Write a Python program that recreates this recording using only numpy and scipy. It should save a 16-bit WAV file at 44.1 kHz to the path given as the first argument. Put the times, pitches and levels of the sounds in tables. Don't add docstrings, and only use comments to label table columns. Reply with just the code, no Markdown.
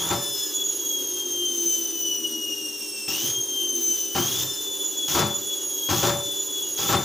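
import sys
import numpy as np
from scipy import signal
from scipy.fft import rfft, irfft, next_fast_len
from scipy.io import wavfile
from scipy.ndimage import uniform_filter1d

SR = 44100
rng = np.random.default_rng(int(sys.argv[2]) if len(sys.argv) > 2 else 0)


def wav_record(signal):
    frames = np.transpose(np.atleast_2d(signal))
    bounded = np.clip(frames, -1, 1)
    quanta = np.round(bounded * 32767).astype(np.int16)
    wavfile.write(sys.argv[1], SR, quanta)


N = 310464
TIME = np.arange(N) / SR
SEGMENTS = 36
NOMINAL_RPS = 90
SPARK_LAG_S = 0.019

# (on [s], off [s], speed reached [rps], spark level [dB])
PULSES = [(0, .095, 98.07, -32), (3.08, 3.295, 90.0, -28), (4.152, 4.42, 98.82, -27.5),
          (5.08, 5.19, 96.67, -24.5), (5.894, 6.08, 97.94, -25), (6.775, 6.925, 98.6, -26.5)]
# (frequency [Hz], level [dB])
SPARK_SPECTRUM = [(100, -64), (900, -5.5), (2200, -7), (3200, 6), (4400, -1.5), (6300, 10), (8300, -8.5),
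                  (11000, -8), (13000, -0.5), (15500, 4)]
# (start [s], length [s], level [dB])
ARC_BURSTS = [(.002, 0.11, -25.5), (0.103, 0.038, -15.5), (3.078, 0.034, -28), (3.114, 0.23, -39),
              (4.149, 0.042, -15), (4.21, 0.25, -35), (5.079, 0.058, -24), (5.147, 0.082, -12),
              (5.888, 0.044, -14), (5.932, 0.12, -27), (6.026, 0.081, -14), (6.783, 0.083, -24),
              (6.887, 0.036, -13), (6.924, 0.032, -9.5)]
# (frequency [Hz], level [dB])
ARC_SPECTRUM = [(30, -34), (62, -9), (100, 9.5), (350, 9.5), (620, 4.5), (1200, 8), (1900, -2), (3100, -4),
                (4500, -2), (8000, -10), (15500, -53)]
# (frequency [Hz], width [Hz], gain [dB])
CABINET_MODES = [(91, 48, -3.5), (129.5, 5.1, 6.5), (153, 45, -11.5), (209.6, 4.4, 3.5), (295, 6.9, -23),
                 (355.7, 29, 4.5), (573, 3.6, 8.5), (702, 4.7, 3), (795.5, 32, 0.5), (877, 59, -1),
                 (953, 50, -6.5), (1140, 17, 2), (1338, 39, -3.5), (1277, 52, -2), (1780, 110, -17)]
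# (multiple of segment rate [1], level [dB], loss below nominal speed [dB/rps], echo [dB])
WHINE_PARTIALS = [(1, -40, -0.04, -4.5), (2, -36.5, 0.0545, -1.5), (3, -44, .05, -4), (4, -43, 0.33, -3),
                  (5, -31.5, 1.4, -2)]
# (frequency [Hz], half width [Hz], lift [dB])
HOUSING_MODES = [(2743, 4.5, -11), (2797, 4.7, 1), (2840, 2.6, -14), (2860, 57, 7.5), (2923, 3.8, 13),
                 (2963, 27, 9), (3063, 12, 5.5), (3150.4, 31, 13), (3216, 10.4, 10), (3286, 26, 10),
                 (3340, 5.9, -11), (3382, 13, 11.5), (3406, 2, -1), (3420, 4.4, -19), (3461, 62, 8),
                 (3534, 5.2, 7), (5931, 69, 8.5), (6100, 8.6, -2), (6155, 134, 11.5), (6440, 110, 6.5),
                 (6660, 115, 6), (6860, 18, 9), (8180, 70, 7), (10012, 38, 4.5), (13170, 230, 4)]
# (start [s], length [s], lift [dB])
BRUSH_SQUEALS = [(0.535, 0.053, 10), (0.638, 0.064, 8), (0.888, 0.047, 7), (1.993, 0.052, 2.5),
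                 (3.39, .075, 2.5), (3.884, .065, 1.5), (4.961, 0.028, 8), (5.437, .025, 0)]
# (frequency [Hz], level [dB])
RUB_SPECTRUM = [(100, -89), (700, -32), (1500, -8), (2350, -15), (2850, 0.5), (3400, 1), (4400, -4.5),
                (5300, 0), (6200, 9), (7100, 2), (8300, -11), (11500, -11), (13000, -2), (15500, 0.5)]
# (frequency [Hz], level [dB])
SCRAPE_SPECTRUM = [(3000, -49), (7000, 3), (10000, 8), (12000, 3), (13500, 3), (15500, 12)]
# (multiple of turning rate [1], level [dB], waver [dB], waver rate [Hz])
HUM_ORDERS = [(3, -60.5, 5, 19), (4, -51, 3.4, 4.4), (31, -65, 5, 6), (32, -73, 5, 3.7), (33, -65, 0, 8.9)]
# (frequency [Hz], half width [Hz], lift [dB])
PANEL_MODES = [(241.4, 6.7, 11.5), (259.6, 3.7, 12.5), (321, 5, 10), (347.5, 16, 12.5), (2890, 14, 17.5)]
# (frequency [Hz], level [dB])
MAINS_LINES = [(100, -72), (300, -52), (400, -47.5)]
# (frequency [Hz], level [dB])
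AIR_SPECTRUM = [(25, -35), (55, -29), (100, -17), (170, -20.5), (235, -18), (305, -1.5), (390, -3),
                (455, -6.5), (560, -5), (630, -19), (950, -13.5), (1500, -22.5), (2300, -29.5), (8000, -52)]
# (multiple of segment rate [1], level [dB])
HOP_LINES = [(.75, -58), (1.25, -52.5), (1.5, -54), (2.25, -42), (2.5, -44), (2.75, -63), (3.25, -72),
             (3.5, -50), (3.75, -48.5), (4.25, -45), (4.5, -58), (4.75, -41)]
# (multiple of segment rate [1], level [dB])
CHATTER_LINES = [(.5, -54), (1.5, -37.5), (2.5, -48), (3.5, -52)]
# (start [s], length [s], level [dB])
CHATTER_SPELLS = [(0.116, .36, 0), (4.37, 0.19, -2)]
# (start [s], length [s], level [dB])
CABINET_THUDS = [(0.135, 0.042, -32), (3.21, 0.1, -42), (3.343, 0.033, -42.5), (4.296, 0.24, -48),
                 (5.92, 0.094, -32), (6.063, 0.1, -31)]
# (frequency [Hz], left minus right [dB])
BALANCE = [(100, 2.5), (600, 4.5), (1200, 8), (2000, 4.5), (5500, 4), (6300, 1.5), (7200, -6.5),
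           (8000, -8.5), (9300, -18.5), (10700, -13), (11400, -14), (12500, -6.5), (15000, -3.5)]


def from_db(db):
    return 10 ** (np.asarray(db) / 20)


def unit_rms(x):
    return x / np.sqrt(np.mean(x ** 2) + 1e-20)


def bump(x, centre, half_width):
    return np.exp(-((x - centre) / half_width) ** 2)


def gate(on_s, off_s, edge_s=0.00097):
    return np.clip((TIME - on_s) / edge_s, 0, 1) * np.clip((off_s - TIME) / edge_s + 1, 0, 1)


def envelope(events, edge_s=0.00097):
    return sum(from_db(db) * gate(start_s, start_s + length_s, edge_s) for start_s, length_s, db in events)


def gain_at(spectrum, hz):
    points_hz, db = np.transpose(spectrum)
    return from_db(np.interp(np.log(hz + 1), np.log(points_hz), db))


def lift_db(modes, hz):
    grid_hz = np.arange(SR // 2)
    return np.interp(hz, grid_hz, sum(db * bump(grid_hz, centre, width) for centre, width, db in modes))


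def filtered(x, response):
    size = next_fast_len(N + 8192)
    hz = np.arange(size // 2 + 1) * SR / size
    return irfft(rfft(x, size) * response(hz), size)[..., :N]


def coloured(x, spectrum):
    return unit_rms(filtered(x, lambda hz: gain_at(spectrum, hz)))


def drift(rate_hz, step=32):
    white = rng.standard_normal(next_fast_len(N // step + 2))
    hz = np.fft.rfftfreq(len(white), step / SR)
    slow = irfft(rfft(white) / (1 + (hz / rate_hz) ** 4), len(white))
    return unit_rms(np.interp(np.arange(N) / step, np.arange(len(slow)), slow))


def resonance(x, hz, width_hz):
    radius = np.exp(-np.pi * width_hz / SR)
    feedback = [1, -2 * radius * np.cos(2 * np.pi * hz / SR), radius ** 2]
    return signal.lfilter(np.array([1, 0, -1]) * (1 - radius ** 2) / 2, feedback, x)


def room(x, wet_db, t60_s):
    t = TIME[:SR]
    tail = rng.standard_normal(SR) * from_db(-60 * t / t60_s) * (t > .002)
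    response = from_db(wet_db) * tail / np.linalg.norm(tail)
    response[0] = 1
    return signal.fftconvolve(x, response / np.linalg.norm(response))[:N]


def surface(turns, points):
    size = points * 16
    profile = signal.resample(rng.standard_normal(points), size)
    return unit_rms(np.interp(turns, np.arange(size) / size, profile, period=1))


def rotor_rps(start_rps=91.9, friction_rps_per_s=6.007, drag_per_s=.0201):
    rps = np.full(N, start_rps)
    offset_rps = friction_rps_per_s / drag_per_s
    for on_s, off_s, top_rps, _ in PULSES:
        rise = np.interp(TIME, [on_s, off_s], [rps[int(on_s * SR)], top_rps])
        coast = (top_rps + offset_rps) * np.exp(-drag_per_s * (TIME - off_s)) - offset_rps
        rps = np.select([TIME < on_s, TIME < off_s], [rps, rise], coast)
    return rps


def discharges(rate_hz, spread_db):
    sizes = from_db(spread_db * np.minimum(rng.exponential(1, N), 4)) * rng.choice([-1, 1], N)
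    return unit_rms(sizes * (rng.random(N) < rate_hz / SR))


def sparks(current):
    gain = sum(from_db(db) * gate(on_s, off_s + SPARK_LAG_S) for on_s, off_s, _, db in PULSES)
    fizz = coloured(discharges(rate_hz=5000, spread_db=3.5), SPARK_SPECTRUM)
    return room(gain * current * fizz, wet_db=-6.5, t60_s=0.39)


def arcs(current, boom_db=-7, crack_db=-14, t60_s=0.4):
    gain = envelope(ARC_BURSTS)
    retained = from_db(-120 / (t60_s * SR))
    tail_gain = np.sqrt(signal.lfilter([1 - retained], [1, -retained], gain ** 2) + 1e-18)
    direct = gain * current * coloured(discharges(rate_hz=2200, spread_db=2), ARC_SPECTRUM)
    volley = direct + tail_gain * coloured(rng.standard_normal(N), ARC_SPECTRUM)
    boom = sum((-1) ** k * from_db(db) * resonance(volley, hz, width_hz)
               for k, (hz, width_hz, db) in enumerate(CABINET_MODES))
    return from_db(boom_db) * boom + from_db(crack_db) * volley


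def whine(rps, turns, powered, jitter_rad=0.27, wear_rad=0.048, spark_jitter_rad=0.87):
    phase = 2 * np.pi * SEGMENTS * turns + jitter_rad * drift(68)
    shake_rad = wear_rad * surface(turns, points=9) + spark_jitter_rad * powered * drift(107)
    squeal_db = sum(db * gate(start_s, start_s + length_s, edge_s=.005)
                    for start_s, length_s, db in BRUSH_SQUEALS)
    partials = 0
    for multiple, db, db_per_rps, echo_db in WHINE_PARTIALS:
        k = round(multiple)
        level_db = db + db_per_rps * np.minimum(rps - NOMINAL_RPS, 0)
        level_db += 1.36 * np.sqrt(k) * drift(16.6)
        level_db += (1 - powered) * lift_db(HOUSING_MODES, k * SEGMENTS * rps) + powered * 7.5 / k
        if k == 2:
            level_db += squeal_db
        tone = room(np.exp(1j * k * phase), wet_db=echo_db, t60_s=0.28)
        tone /= np.sqrt(uniform_filter1d(np.abs(tone) ** 2, size=2600) + 0.0087)
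        partials += np.sqrt(2) * from_db(level_db) * np.imag(tone * np.exp(1j * k * shake_rad))
    return partials


def brush_hiss(rps, turns, critical, chatter, repeating=0.77, rub_db=-36.5, db_per_rps=0.15):
    rub = coloured(rng.standard_normal(N) + repeating * surface(turns, points=400), RUB_SPECTRUM)
    rub = unit_rms(filtered(rub, lambda hz: from_db(0.06 * lift_db(HOUSING_MODES, hz))))
    scrape = coloured(rng.standard_normal(N) + repeating * surface(turns, points=400), SCRAPE_SPECTRUM)
    scrape *= from_db(-4) * (bump(rps, centre=86, half_width=4.5) + 0.75 * chatter)
    highpass = signal.butter(4, 7500, "high", fs=SR, output="sos")
    diffuse = from_db(-14) * signal.sosfilt(highpass, coloured(rng.standard_normal(N), RUB_SPECTRUM))
    hopping_db = 2 * (critical + chatter)
    flicker_db = drift(16)
    gain = from_db(rub_db + db_per_rps * (rps - NOMINAL_RPS) + hopping_db + flicker_db)
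    return gain * (rub + scrape), gain * diffuse


def hum(rps, turns, turns_per_drum_turn=11.6, sway_depth=.45):
    rotor = 0
    for multiple, db, waver_db, waver_hz in HUM_ORDERS:
        k = round(multiple)
        level_db = db + lift_db(PANEL_MODES, k * rps) + waver_db * drift(waver_hz)
        rotor += from_db(level_db) * np.sin(2 * np.pi * k * turns)
    sway = 1 + sway_depth * np.sin(2 * np.pi * turns / turns_per_drum_turn)
    mains = sum(from_db(db + drift(1)) * np.sin(2 * np.pi * hz * TIME) for hz, db in MAINS_LINES)
    return np.sqrt(2) * (sway * rotor + mains)


def windage(rps, air_db=-45, cabinet_db=-9):
    air = from_db(air_db) * (rps / rps.max()) ** 2.15 * coloured(rng.standard_normal(N), AIR_SPECTRUM)
    ringing = sum(from_db(db) * resonance(air, hz, width_hz) for hz, width_hz, db in CABINET_MODES)
    return air + from_db(cabinet_db) * ringing


def brush_hops(turns, lines, gain, jitter_rad=0.4):
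    phase = 2 * np.pi * SEGMENTS * turns + jitter_rad * drift(42)
    hops = sum(from_db(db) * np.sin(multiple * phase + 2 * np.pi * rng.random()) for multiple, db in lines)
    return room(np.sqrt(2) * gain * hops, wet_db=-0.5, t60_s=0.22)


def thuds(panel_hz=126, width_hz=45):
    rumble = resonance(rng.standard_normal(N), panel_hz, width_hz)
    rumble = unit_rms(resonance(rumble, panel_hz, width_hz))
    return rumble * envelope(CABINET_THUDS, edge_s=0.047)


def scene(ripple_hz=100, calm_hop_db=-17.5):
    rps = rotor_rps()
    turns = np.cumsum(rps) / SR
    powered = sum(gate(on_s, off_s + SPARK_LAG_S) for on_s, off_s, _, _ in PULSES)
    current = 1 + 0.071 * np.sin(2 * np.pi * ripple_hz * TIME)
    chatter = envelope(CHATTER_SPELLS, edge_s=0.041)
    critical = bump(rps, centre=85.3, half_width=1.3)
    hops = brush_hops(turns, CHATTER_LINES, chatter)
    hops += brush_hops(turns, HOP_LINES, from_db(calm_hop_db * (1 - critical)))
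    hiss, diffuse = brush_hiss(rps, turns, critical, chatter)
    running = whine(rps, turns, powered) + hiss + hum(rps, turns) + windage(rps) + hops
    motor = running + sparks(current) + arcs(current) + thuds()
    right = filtered(motor, lambda hz: 2 / (1 + gain_at(BALANCE, hz)))
    left = 2 * motor - right
    return np.array([left + diffuse, right - diffuse])


def record(dry, knee=.45, cutoff_hz=15540, slope_width_hz=150):
    rounded = dry / (1 + (dry / knee) ** 6) ** (1 / 6)
    return filtered(rounded, lambda hz: np.clip((cutoff_hz - hz) / slope_width_hz + .5, 0, 1))


dry = scene()
out = record(dry)
wav_record(out)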